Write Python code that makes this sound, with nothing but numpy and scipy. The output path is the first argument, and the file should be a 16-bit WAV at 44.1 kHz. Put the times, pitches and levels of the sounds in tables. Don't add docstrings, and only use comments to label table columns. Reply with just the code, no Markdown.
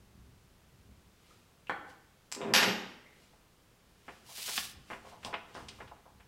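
import sys
import numpy as np
from scipy import signal
from scipy.fft import rfft, irfft
from scipy.io import wavfile

SR = 44100
rng = np.random.default_rng(int(sys.argv[2]) if len(sys.argv) > 2 else 0)


def output_pcm(signal):
    pcm = np.clip(np.atleast_2d(signal).T, -1, 1) * 32767
    wavfile.write(sys.argv[1], SR, np.round(pcm).astype(np.int16))


N = 276683
TIME = np.arange(N) / SR

# t/s, level/dB, fade/s
REBOUNDS = [(2.5375, 2.5, 0.003), (2.5485, 0.5, .0039), (2.5516, -3.5, 0.0018), (2.5621, -0.5, 0.0015),
            (2.575, 0.5, .0034), (2.5823, -5, 0.0031), (2.597, -3, .0057), (2.614, -7.5, 0.0033),
            (2.627, -3.5, 0.0043), (2.6326, -2.5, 0.0012), (2.682, -8.5, 0.0082)]


def from_db(db):
    return 10 ** (np.asarray(db) / 20)


def unit_energy(x):
    return x / np.sqrt(np.sum(x ** 2) + 1e-20)


def at_hz(points, hz):
    f, value = np.transpose(points)
    return np.interp(np.log(np.maximum(hz, 1)), np.log(f), value)


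def through(x, response):
    return signal.fftconvolve(x, response)[:len(x)]


def butter(x, hz, kind, order=2):
    sections = signal.butter(order, np.clip(hz, 20, .45 * SR), kind, fs=SR, output="sos")
    return signal.sosfilt(sections, x)


def add(track, s, sound):
    start = int(s * SR)
    track[start:start + len(sound)] += sound[:N - start]


def body(colour, modes=(), size=8192):
    hz = np.arange(size // 2 + 1) * SR / size
    power = 1 + sum(from_db(db) ** 2 / (1 + (2 * (hz - f) / width) ** 2) for f, width, db in modes)
    cepstrum = irfft(np.log(from_db(at_hz(colour, hz)) * np.sqrt(power)))
    log_spectrum = rfft(2 * cepstrum[1:size // 2], size) * np.exp(-2j * np.pi * hz / SR)
    return unit_energy(irfft(np.exp(log_spectrum)))


def noise(colour):
    return through(rng.standard_normal(N), body(colour))


def grains(per_s, spread_db):
    sizes = rng.standard_normal(N) * from_db(spread_db * rng.standard_normal(N))
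    return unit_energy(sizes * (rng.random(N) < per_s / SR)) * np.sqrt(N)


def contact(fade_s, rise_share=0.053, size=8192):
    fade_s, t = max(fade_s, 1e-4), TIME[:size]
    envelope = np.exp(-t / fade_s) * (1 - np.exp(-t / (rise_share * fade_s)))
    phase = np.angle(rfft(envelope * rng.standard_normal(size)))
    flat_burst = irfft(np.exp(1j * phase))
    return unit_energy(flat_burst * np.exp(-t / (10 * fade_s)))


def knocks(rows, response):
    out = np.zeros(N)
    for s, db, fade_s in rows:
        add(out, s, from_db(db) * unit_energy(through(contact(fade_s), response)))
    return out


def stroke(start_s, attack_s, hold_s, release_s):
    end_s = start_s + attack_s + hold_s + release_s
    return np.clip(np.minimum((TIME - start_s) / attack_s, (end_s - TIME) / release_s), 0, 1)


def swells(rows):
    gains = (from_db(db) * np.exp(-np.abs(TIME - s) / swell_s) for s, db, swell_s in rows)
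    return np.sqrt(sum(gain ** 2 for gain in gains))


def room_tone(level_db=-64.5):
    # f/Hz, level/dB
    colour = [(12, -34), (20, -11.5), (90, -10.5), (175, -10.5), (245, -17.5), (416, -18), (686, -22.5),
              (1300, -23.5), (1770, -26.5), (3080, -28), (3640, -29), (14300, -37.5), (15500, -39)]
    return from_db(level_db) * noise(colour)


def room_response(early_db=7.0, early_s=.02, gap_s=0.0033, size=40000):
    # f/Hz, t60/s
    decay_times = [(120, 0.63), (400, 0.82), (1500, 0.75), (3500, 0.67), (6000, 0.58), (10000, 0.51),
                   (15000, 0.24)]
    t, white = TIME[:size], rfft(rng.standard_normal(size))
    octave = np.log2(np.maximum(np.arange(len(white)) * SR / size, 1))
    centres = np.geomspace(100, 16000, 10)
    tail = 0
    for hz, share in zip(centres, np.eye(len(centres))):
        band = irfft(white * np.interp(octave, np.log2(centres), share))
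        tail = tail + band * np.exp(-np.log(1000) * t / at_hz(decay_times, hz))
    early_lift = 1 + from_db(early_db) * np.exp(-t / early_s)
    return unit_energy(tail * early_lift * (t > gap_s))


def handling():
    # f/Hz, level/dB
    rustle_colour = [(300, 9), (1000, -4), (3000, 1.5), (5500, -4.5), (9000, -8.5), (15000, -20.5)]
    bump_colour = [(25, -10.5), (60, 2), (130, -2.5), (200, -6), (350, -11.5), (700, -42)]
    # peak t/s, level/dB, swell/s
    rustles = [(1.31, -66, 0.11), (1.9, -58.5, 0.015), (3.22, -66.5, .12), (4.13, -62.5, 0.11),
               (4.92, -55.5, 0.043), (5.09, -58.5, 0.057), (5.26, -49, 0.023), (5.59, -60, 0.093),
               (5.77, -64, 0.12)]
    bumps = [(.2, -62, 0.28), (.86, -60.5, 0.13), (4.76, -60.5, 0.16), (5.2, -66, 0.22), (5.62, -58, .08),
             (5.87, -60.5, 0.1), (6.22, -68, 0.14)]
    friction = through(grains(per_s=8700, spread_db=1.0), body(rustle_colour))
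    rumble = through(grains(per_s=320, spread_db=2.0), body(bump_colour))
    return swells(rustles) * friction + swells(bumps) * butter(rumble, 500, "low")


def finger_scuffs(fade_s=0.017, width_octaves=0.22):
    # t/s, level/dB, f/Hz
    scuffs = [(1.304, -36.5, 1260), (3.055, -31.5, 2100), (3.12, -34.5, 2040)]
    out = np.zeros(N)
    for s, db, hz in scuffs:
        band_hz = hz * 2 ** (width_octaves * np.array([-.5, .5]))
        add(out, s, from_db(db) * unit_energy(butter(contact(fade_s), band_hz, "band")))
    return out


def spoon(squeak_s=1.669, squeak_hz=2720, squeak_db=-29):
    # t/s, level/dB, fade/s
    landings = [(1.6955, -6, 0.0011), (1.698, -13, 0.0032)]
    # f/Hz, level/dB
    colour = [(50, -29.5), (150, -6.5), (350, -4.5), (700, -0.5), (1400, 0.5), (2150, -2), (2700, -22),
              (3400, -21.5), (5000, -36), (8000, -34.5), (15000, -51.5)]
    # f/Hz, width/Hz, level/dB
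    modes = [(325, 170, 1.5), (810, 39, 5.7), (1175, 66, 3.5), (1505, 110, 3.8), (1617, 10, 1),
             (3260, 350, 10.2), (4300, 300, 10.5)]
    t = TIME[:SR // 10]
    ping = np.sin(2 * np.pi * squeak_hz * t) * np.exp(-t / 0.0014)
    squeak = through(ping, contact(0.0021, rise_share=0.53))
    out = knocks(landings, body(colour, modes))
    add(out, squeak_s, from_db(squeak_db) * unit_energy(squeak))
    return out


def fingernails():
    # t/s, level/dB, fade/s
    ticks = [(2.3172, -18.5, 0.00073), (2.324, -11.5, 0.00071), (2.331, -25, 0.0028),
             (2.3488, -17.5, 0.0026)]
    # f/Hz, level/dB
    colour = [(200, -19.5), (600, -9.5), (1100, -4), (2000, -6), (3700, -5.5), (5000, -3.5), (8200, -3.5),
              (9500, -12.5), (15500, -24)]
    # f/Hz, width/Hz, level/dB
    modes = [(5065, 400, 2), (7500, 220, 6)]
    return knocks(ticks, body(colour, modes))


def jar_slide(level_db=-41.5):
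    # f/Hz, level/dB
    judder_colour = [(40, -54), (120, -12), (190, 0), (260, -2), (450, -4.5), (800, -12.5), (1300, -18.5),
                     (2500, -29), (5000, -60.5)]
    catch_colour = [(300, -11), (800, 4.5), (1500, -6), (3600, -5), (4500, -27), (9000, -48)]
    # t/s, level/dB, fade/s
    catches = [(2.4147, -17.5, 0.0022), (2.433, -22, 0.0069), (2.47, -30, 0.011)]
    push = stroke(start_s=2.329, attack_s=0.12, hold_s=0.236, release_s=0.062)
    slips = through(grains(per_s=1500, spread_db=4.0), body(judder_colour))
    return from_db(level_db) * push * slips + knocks(catches, body(catch_colour))


def rebound_cut_hz(s, hard_hz=13000, soft_hz=3400, settle_s=.028):
    return soft_hz + (hard_hz - soft_hz) * np.exp(-(s - REBOUNDS[0][0]) / settle_s)


def jar_clatter():
    # f/Hz, level/dB
    colour = [(50, -36.5), (170, -29.5), (350, -9.5), (800, -4), (1700, -2), (3000, 0), (5200, -6.5),
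              (6600, -7.5), (8500, -15.5), (12000, -22), (15500, -36.5)]
    # f/Hz, width/Hz, level/dB
    modes = [(826, 33, 7), (1647, 44, 5.5), (1826, 88, 3), (2060, 14, 1.5), (2400, 60, -5), (2538, 18, 3.5),
             (2800, 29.6, 1), (3130, 52, 1.5), (3720, 25, 2.5), (4840, 32, 0), (5520, 130, 3.5),
             (6230, 40, 0)]
    out, plastic = np.zeros(N), body(colour, modes)
    for s, db, fade_s in REBOUNDS:
        blow = butter(contact(fade_s), rebound_cut_hz(s), "low", order=1)
        add(out, s, from_db(db) * unit_energy(through(blow, plastic)))
    return out


def jar_ring(size=32000):
    # f/Hz, level/dB, t60/s
    modes = [(4780, -15.5, 0.005), (5700, -56.5, 0.63), (5570, -57.5, 0.92), (6206, -50.5, 0.43),
             (8630, -51, .3), (11172, -39.5, 0.384), (12212, -39.5, .36), (12588, -45.5, 0.4),
             (13910, -54, .2), (14972, -47, .22)]
    out, t = np.zeros(N), TIME[:size]
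    s, db, _ = np.transpose(REBOUNDS)
    for hz, mode_db, t60 in modes:
        ring = np.sin(2 * np.pi * hz * t) * np.exp(-np.log(1000) * t / t60)
        strengths = from_db(db + mode_db) / np.hypot(1, hz / rebound_cut_hz(s))
        starts = s + rng.random(len(s)) / hz
        for start, strength in zip(starts, strengths):
            add(out, start, strength * ring)
    return out


def paper_and_plops(broad_octaves=2.83, rim_hz=(580, 990), crease_hz=(2500, 8000),
                    crack_db=-9, thud_db=-17):
    # f/Hz, level/dB
    colour = [(200, 1), (3000, -2), (9200, -14.5), (11000, -36)]
    # f/Hz, width/Hz, level/dB
    modes = [(691, 9.7, 3.6), (848, 18, 3.7), (1070, 41, 2.2), (1705, 42, 1.3), (3280, 1000, 1.8),
             (5080, 310, 7.5), (9000, 530, 11.4)]
    # t/s, level/dB, top f/Hz, fade/s
    broad_hits = [(4.081, -16.5, 2080, .012), (4.379, -24.5, 1940, 0.013), (4.481, -13.5, 2700, 0.017),
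                  (4.5776, -4.5, 6100, .0019), (4.5826, -10, 4500, 0.0024), (4.902, -11.5, 2050, 0.027),
                  (4.93, -16, 2550, 0.0067), (5.2302, -24, 3070, 0.0087), (5.329, -11.5, 2010, 0.015),
                  (5.34, -7, 2880, 0.0062), (5.5506, -13.5, 1660, 0.037), (5.804, -16.5, 1960, .014),
                  (5.876, -30, 4000, 0.0091), (6.2002, -31.5, 2660, 0.011)]
    # t/s, level/dB, fade/s
    rim_taps = [(3.33, -37, .012), (4.29, -27.5, 0.023), (5.0476, -26.5, 0.0046), (5.065, -26.5, .0073),
                (5.12, -22, 0.031), (5.249, -13.5, 0.026), (5.283, -17.5, 0.035), (5.7878, -29, .0056),
                (5.914, -21.5, .0069), (6.0558, -27.5, 0.014)]
    # t/s, level/dB, fade/s
    crackles = [(5.2481, -15.5, 0.0017), (5.254, -21, 0.0084), (5.546, -24.5, .025), (5.685, -18, 0.0077)]
    out, response = np.zeros(N), body(colour, modes)
    hits = [(s, db, top_hz / 2 ** broad_octaves, top_hz, fade_s) for s, db, top_hz, fade_s in broad_hits]
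    hits += [(s, db, *rim_hz, fade_s) for s, db, fade_s in rim_taps]
    hits += [(s, db, *crease_hz, fade_s) for s, db, fade_s in crackles]
    for s, db, low_hz, high_hz, fade_s in hits:
        burst = from_db(crack_db) * response + through(contact(fade_s, rise_share=0.2), response)
        hit = butter(butter(burst, high_hz, "low", order=4), low_hz, "high", order=3)
        thud = butter(butter(burst, 360, "low"), 200, "high", order=4)
        add(out, s, from_db(db) * (unit_energy(hit) + from_db(thud_db) * unit_energy(thud)))
    return out


def salt(level_db=-39, clump_db=1.2, trickle_power=1.65):
    # f/Hz, level/dB
    colour = [(500, -17.5), (1000, -12.5), (1800, -6.5), (3000, 2.5), (4800, 1), (7000, -2), (10000, -3),
              (13500, -7.5), (16000, -10.5)]
    pour = stroke(start_s=4.209, attack_s=0.27, hold_s=0.11, release_s=0.18)
    flow = pour ** trickle_power
    clumps = from_db(clump_db * noise([(40, 0), (300, -40)]))
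    crystals = through(grains(per_s=8000, spread_db=0.5), body(colour))
    return from_db(level_db) * flow * clumps * crystals


def scene():
    room = room_response()

    def in_room(x, wet_db):
        return x + from_db(wet_db) * through(x, room)

    mix = room_tone() + in_room(handling() + finger_scuffs(), wet_db=-2)
    mix += in_room(spoon(), wet_db=2.5)
    mix += in_room(fingernails(), wet_db=-3)
    mix += in_room(jar_slide() + jar_clatter(), wet_db=2.5)
    mix += in_room(jar_ring(), wet_db=-4)
    mix += in_room(paper_and_plops(), wet_db=-5.5)
    mix += in_room(salt(), wet_db=-11)
    return mix[None]


def record(dry):
    return signal.sosfilt(signal.ellip(10, .1, 70, 15800, fs=SR, output="sos"), dry)


dry = scene()
out = record(dry)
output_pcm(out)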